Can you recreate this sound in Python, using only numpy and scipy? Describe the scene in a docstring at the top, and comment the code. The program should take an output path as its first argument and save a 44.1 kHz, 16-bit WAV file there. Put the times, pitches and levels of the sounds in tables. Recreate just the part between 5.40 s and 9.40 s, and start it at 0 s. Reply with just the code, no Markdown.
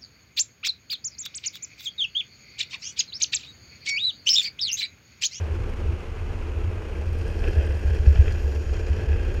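"""On the floor of a concrete channel, skateboards roll along, heard from a camera carried on one of them.
Rough ground keeps the camera mount humming (narrow noise) and jolts swing it into dying sine thumps.
Noise impulses ring resonators for decks, trucks and scrape over a smooth roar; decaying bursts clack and tick.
Halfway the boards cross onto a harsher slab and sizzle over sand, then a thin resonant hiss rises in the turn.
Low shaped noise is the wind buffeting the microphone."""
import sys
import numpy as np
from scipy import signal
from scipy.fft import rfft, irfft
from scipy.io import wavfile
from scipy.ndimage import uniform_filter1d

SR = 44100
rng = np.random.default_rng(int(sys.argv[2]) if len(sys.argv) > 2 else 0)


def digitize_waveform(pressure):
    """Quantize a signal to 16-bit integers and store it at the path in sys.argv[1].

    Rows of a 2-D input are taken as channels; values are limited to [-1, 1].
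    """
    field = np.atleast_2d(pressure).T
    bounded = np.clip(field, -1, 1)
    quanta = np.round(bounded * 32767).astype(np.int16)
    wavfile.write(sys.argv[1], SR, quanta)


N = 176400
TIME = np.arange(N) / SR

# Resonances of the gritty scrape, rung by rolling and by loose grit.
# Each row: centre in Hz, width in Hz, relative level in dB.
SCRAPE_MODES = [(4370, 190, -2), (4913, 320, 3.5), (5500, 480, 3), (6700, 350, -7.5), (7320, 200, -11)]


def from_db(db):
    """Decibels to amplitude gain."""
    return 10 ** (np.asarray(db) / 20)


def rms_one(x):
    """Scale to unit power."""
    return x / np.sqrt(np.mean(x ** 2) + 1e-20)


def gain_curve(rows, axis=1):
    """Fade between dB points over time, returned as a gain per sample."""
    rows = np.array(rows)
    return from_db(np.interp(TIME, rows[:, 0], rows[:, axis]))


def coloured(points):
    """Unit-power noise whose spectrum follows dB points joined along log frequency."""
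    hz, db = np.transpose(points)
    bins = np.maximum(np.arange(N // 2 + 1) * SR / N, 1)
    colour = from_db(np.interp(np.log(bins), np.log(hz), db))
    return rms_one(irfft(rfft(rng.standard_normal(N)) * colour, N))


def drift(rate_hz):
    """Random wander of unit power: noise through two equal low-pass poles."""
    r = np.exp(-2 * np.pi * rate_hz / SR)
    wander = signal.lfilter([1], [1, -2 * r, r * r], rng.standard_normal(N + SR))
    return rms_one(wander[SR:])  # the filter settles during the first second


def resonate(x, hz, width_hz):
    """A steep-sided resonance that keeps the power of white noise."""
    edges = np.clip([hz - width_hz / 2, hz + width_hz / 2], 10, .45 * SR)
    band = signal.butter(2, edges, "band", fs=SR, output="sos")
    return signal.sosfilt(band, x + 1e-18) * np.sqrt(SR / 2 / width_hz)


def body(x, modes):
    """Ring parallel two-pole resonances, then cut steeply outside their range."""
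    out = 0
    for hz, width_hz, db in modes:
        r = np.exp(-np.pi * width_hz / SR)
        poles = [1, -2 * r * np.cos(2 * np.pi * hz / SR), r * r]
        ring = signal.lfilter([1, 0, -1], poles, x + 1e-18)
        out = out + from_db(db) * np.sqrt((1 - r * r) / 2) * ring
    lowest_hz, lowest_width_hz, _ = modes[0]
    highest_hz = modes[-1][0]
    edges = np.clip([lowest_hz * .85 - lowest_width_hz / 2, highest_hz * 0.98], 10, .45 * SR)
    out = signal.sosfilt(signal.butter(4, edges, "band", fs=SR, output="sos"), out)
    return out / np.sqrt(sum(from_db(db) ** 2 for _, _, db in modes))


def grains(per_s, spread_db):
    """Tiny random impacts of the wheels on the concrete's grain, at unit power."""
    sizes = from_db(spread_db * np.minimum(rng.exponential(1, N), 6))
    signs = rng.choice([-1, 1], N)
    hits = rng.random(N) < per_s / SR
    return rms_one(sizes * signs * hits)


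def bursts(rows, decay_s):
    """Each contact starts a crunch of noise that dies exponentially."""
    level = 0
    for start_s, db in rows:
        fade = np.exp(-np.minimum(np.abs(TIME - start_s) / decay_s, 20))
        level = level + from_db(db) * (TIME >= start_s) * fade
    return level * rng.standard_normal(N)


def swell(at_s, spread_s):
    """A bell-shaped rise and fall."""
    return np.exp(-.5 * ((TIME - at_s) / spread_s) ** 2)


def mount_rumble():
    """The ground keeps the camera mount humming at its resonance, with a fairly even swing."""
    # Shaking of the camera mount. Each row: time in seconds, relative level in dB.
    shake = [(0, -26), (.2, -26), (.36, -36.5), (.45, -24.5), (.53, -21.5), (.6, -39), (.8, -29),
             (1.0, -32.5), (1.28, -24), (1.45, -35), (1.7, -24), (1.93, -29), (2.1, -26), (2.38, -29),
             (2.75, -24), (3.1, -30.5), (3.4, -27.5), (3.75, -25), (4, -24.5)]
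    hum = resonate(rng.standard_normal(N + SR), hz=76.3, width_hz=23.4)
    # dividing by the running level evens out the swing
    hum = hum / np.sqrt(uniform_filter1d(hum ** 2, size=4000) + 1e-3)
    return from_db(-0.5) * gain_curve(shake) * hum[SR:]


def wheels():
    """Grain and joints ring deck, trucks and scrape, juddering together over a smooth roar."""
    # Rolling effort. Each row: time in seconds, deck drone in relative dB, truck rattle in relative dB.
    rolling = [(0.0, -39.5, -52), (0.84, -42.5, -59), (1.83, -39, -49), (2.06, -33.5, -43),
               (2.14, -39, -44.5), (2.18, -32.5, -40.5), (2.39, -39.5, -47), (2.56, -36, -43.5),
               (2.59, -39.5, -48), (2.91, -36, -41.5), (2.94, -39, -44.5), (3.09, -38, -48.5),
               (3.29, -41.5, -49), (3.39, -36, -44), (3.48, -39.5, -47), (3.57, -36, -44.5),
               (3.71, -37, -43.5), (3.98, -37.5, -46.5)]
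    # Harshness of the surface under the wheels. Each row: time in seconds, relative level in dB.
    harshness = [(0, -64), (1.3, -70.5), (1.7, -61), (2.08, -56), (2.4, -58.5), (2.7, -56.5), (2.92, -55.5),
                 (3.2, -57.5), (3.55, -57.5), (3.97, -59.5)]
    # Wheels clack over joints. Each row: start in seconds, relative level in dB.
    clack_hits = [(2.040, -29.5), (2.076, -32), (2.21, -41), (2.512, -46), (2.66, -36.5), (2.757, -31),
                  (2.857, -36.5), (2.879, -28), (2.91, -40), (3.69, -39.5), (3.728, -35)]
    # Short scuffs of a wheel on the slab. Each row: start in seconds, relative level in dB.
    scuff_hits = [(2.665, -50), (2.752, -45), (2.81, -54), (2.921, -44), (3.465, -47.5)]
    # Resonances of the deck. Each row: centre in Hz, width in Hz, relative level in dB.
    deck_modes = [(204, 51, -5.5), (350.3, 36, -2), (420, 76, 1.5), (501, 27, -29), (782, 130, -14)]
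    # Resonances of trucks and wheels. Each row: centre in Hz, width in Hz, relative level in dB.
    truck_modes = [(1645, 186, 11), (1960, 240, 1.5), (2420, 130, 0.5), (2560, 230, 5.5),
                   (2780, 140, -19.5), (3090, 81, -1), (3186, 130, -4.5)]
    # Colour of the smooth roar. Each row: frequency in Hz, relative density in dB per Hz.
    roar_colour = [(90, 9.5), (150, 6), (280, 4.5), (650, -6), (850, 0), (1300, -2.5), (1550, -3),
                   (1850, -8), (2600, -4), (3200, -12), (3650, -18.5), (4300, -19.5), (6200, -23),
                   (6700, -21), (7700, -31), (9000, -29), (10000, -34), (13500, -38), (15500, -48)]
    # Strength of the roar. Each row: time in seconds, level in dB before the judder.
    roar_level = [(0, -42), (1.0, -42), (2.1, -45), (2.6, -45.5), (3.2, -46), (3.97, -44.5)]

    judder = drift(rate_hz=68)
    load = from_db(1.66 * judder)
    slab = np.where(TIME > 1.36, 1, from_db(-2))  # the trucks rattle less before 1.36 s
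    clacks = bursts(clack_hits, decay_s=0.0038)
    scuffs = bursts(scuff_hits, decay_s=0.0052)

    on_deck = gain_curve(rolling, axis=1) * grains(per_s=5000, spread_db=2)
    on_deck = from_db(-1.5 + 1.5 * judder) * on_deck
    on_trucks = gain_curve(rolling, axis=2) * grains(per_s=5000, spread_db=2)
    on_trucks = from_db(-2) * slab * load * on_trucks
    on_grit = from_db(-1) * load * gain_curve(harshness) * grains(per_s=3000, spread_db=2)

    deck = body(on_deck + from_db(1.5) * clacks, deck_modes)
    trucks = body(on_trucks + clacks, truck_modes)
    scrape = body(on_grit + scuffs, SCRAPE_MODES)
    fizz = from_db(-13.5) * resonate(on_grit, hz=10100, width_hz=4200)  # fine top of the scrape
    roar = from_db(0.96 * judder) * gain_curve(roar_level) * coloured(roar_colour)
    return deck + trucks + scrape + fizz + roar


def wind():
    """Low noise with a moving level buffets the microphone."""
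    # Gusts on the microphone. Each row: time in seconds, relative level in dB.
    gusts = [(0, -66), (.15, -34), (.4, -33.5), (.62, -40), (1.0, -35.5), (1.33, -33), (1.5, -39),
             (1.9, -32), (2.4, -36.5), (2.8, -30.5), (3.25, -35.5), (3.55, -34.5), (4, -29.5)]
    # Colour of the buffeting. Each row: frequency in Hz, relative density in dB per Hz.
    wind_colour = [(12, -10), (27, 8), (45, 3.5), (80, -12.5), (130, -23), (250, -18), (800, -67)]
    return from_db(4) * gain_curve(gusts) * coloured(wind_colour)


def grit():
    """Grit snaps under a wheel as dying noise; dense impacts sizzle on the sandy stretch."""
    # Bits of grit snap under a wheel. Each row: start in seconds, relative level in dB.
    ticks = [(.297, -54), (1.73, -51), (1.786, -49), (1.879, -47.5), (1.993, -53), (2.083, -51),
             (2.109, -54), (2.264, -49), (2.357, -59), (2.55, -52), (2.688, -50), (2.81, -51), (2.922, -48),
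             (3.15, -51), (3.85, -55), (3.941, -50)]
    # Resonances of the sandy sizzle. Each row: centre in Hz, width in Hz, relative level in dB.
    sand_modes = [(8760, 550, -8.5), (12000, 920, -7.5)]
    snaps = bursts(ticks, decay_s=0.0044)
    sizzle = from_db(-67) * swell(at_s=2.18, spread_s=0.54) * grains(per_s=1200, spread_db=3.0)
    snap_scrape = from_db(-3.5) * body(snaps, SCRAPE_MODES)
    return snap_scrape + body(sizzle + from_db(-3.5) * snaps, sand_modes)


def mount_thumps():
    """Each jolt swings the mount's modes up, quickly at a joint, slowly in a dip, and lets them die."""
    # Joints and dips. Each row: start in seconds, relative peak level in dB, rise constant in seconds.
    bumps = [(2.044, -14, 0.027), (2.159, -8.5, 0.018), (2.282, -14.5, 0.057), (2.445, -11.5, 0.0092),
             (2.495, -11, 0.023), (2.567, -14, 0.034), (2.667, 0, 0.0054), (2.787, -1, 0.006),
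             (2.864, -16, 0.013), (2.917, -15, 0.012), (3.026, -12, 0.032), (3.141, -16, 0.034),
             (3.281, -18, .02), (3.498, -9.5, 0.0067), (3.678, -13, .03), (3.863, -13.5, 0.025),
             (3.944, -17, 0.012)]
    # Modes of the mount. Each row: frequency in Hz, relative level in dB, 60 dB decay time in seconds.
    mount_modes = [(71.95, 7, 0.16), (29, -7, 0.13), (120, -12, 0.052)]
    out = np.zeros(N + SR)
    age = np.arange(SR // 2) / SR
    for start_s, db, rise_s in bumps:
        swing = 0
        for k, (hz, level_db, t60_s) in enumerate(mount_modes):
            decay = from_db(level_db - 60 * age / t60_s)
            swing = swing + (-1) ** k * decay * np.sin(2 * np.pi * hz * age)
        swing = swing * (1 - np.exp(-age / rise_s)) ** 2
        start = int(start_s * SR)
        out[start:start + len(age)] += from_db(db - 2.5) * swing / np.abs(swing).max()
    return out[:N]


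def carve():
    """Noise through narrow resonances hisses in the turn, with an airy top at its tightest."""
    # Strength of the hiss in the turn. Each row: time in seconds, level in dB.
    carve_level = [(0, -79), (2.2, -70), (2.75, -65), (2.85, -61), (3.15, -63), (3.4, -60.5), (3.55, -69),
                   (4, -65)]
    # Resonances of the hiss. Each row: centre in Hz, width in Hz, relative level in dB.
    hiss_modes = [(6710, 180, 3), (7800, 200, -28)]
    # Resonances of the airy top. Each row: centre in Hz, width in Hz, relative level in dB.
    air_modes = [(12000, 400, 1), (12500, 300, -8), (13750, 500, -5)]
    hiss = gain_curve(carve_level) * body(rng.standard_normal(N), hiss_modes)
    airy_top = swell(at_s=3.06, spread_s=0.14) * body(rng.standard_normal(N), air_modes)
    return hiss + from_db(-71) * airy_top


def scene():
    """Everything sums at the one moving microphone."""
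    board = mount_rumble() + mount_thumps() + wheels()
    return (board + wind() + grit() + carve())[None]


def record(dry):
    """A steep low-pass cuts the top, 70 dB down from about 16 kHz."""
    low_pass = signal.cheby2(12, 70, 15100 * 1.06, fs=SR, output="sos")
    return signal.sosfilt(low_pass, dry)


dry = scene()
out = record(dry)
digitize_waveform(out)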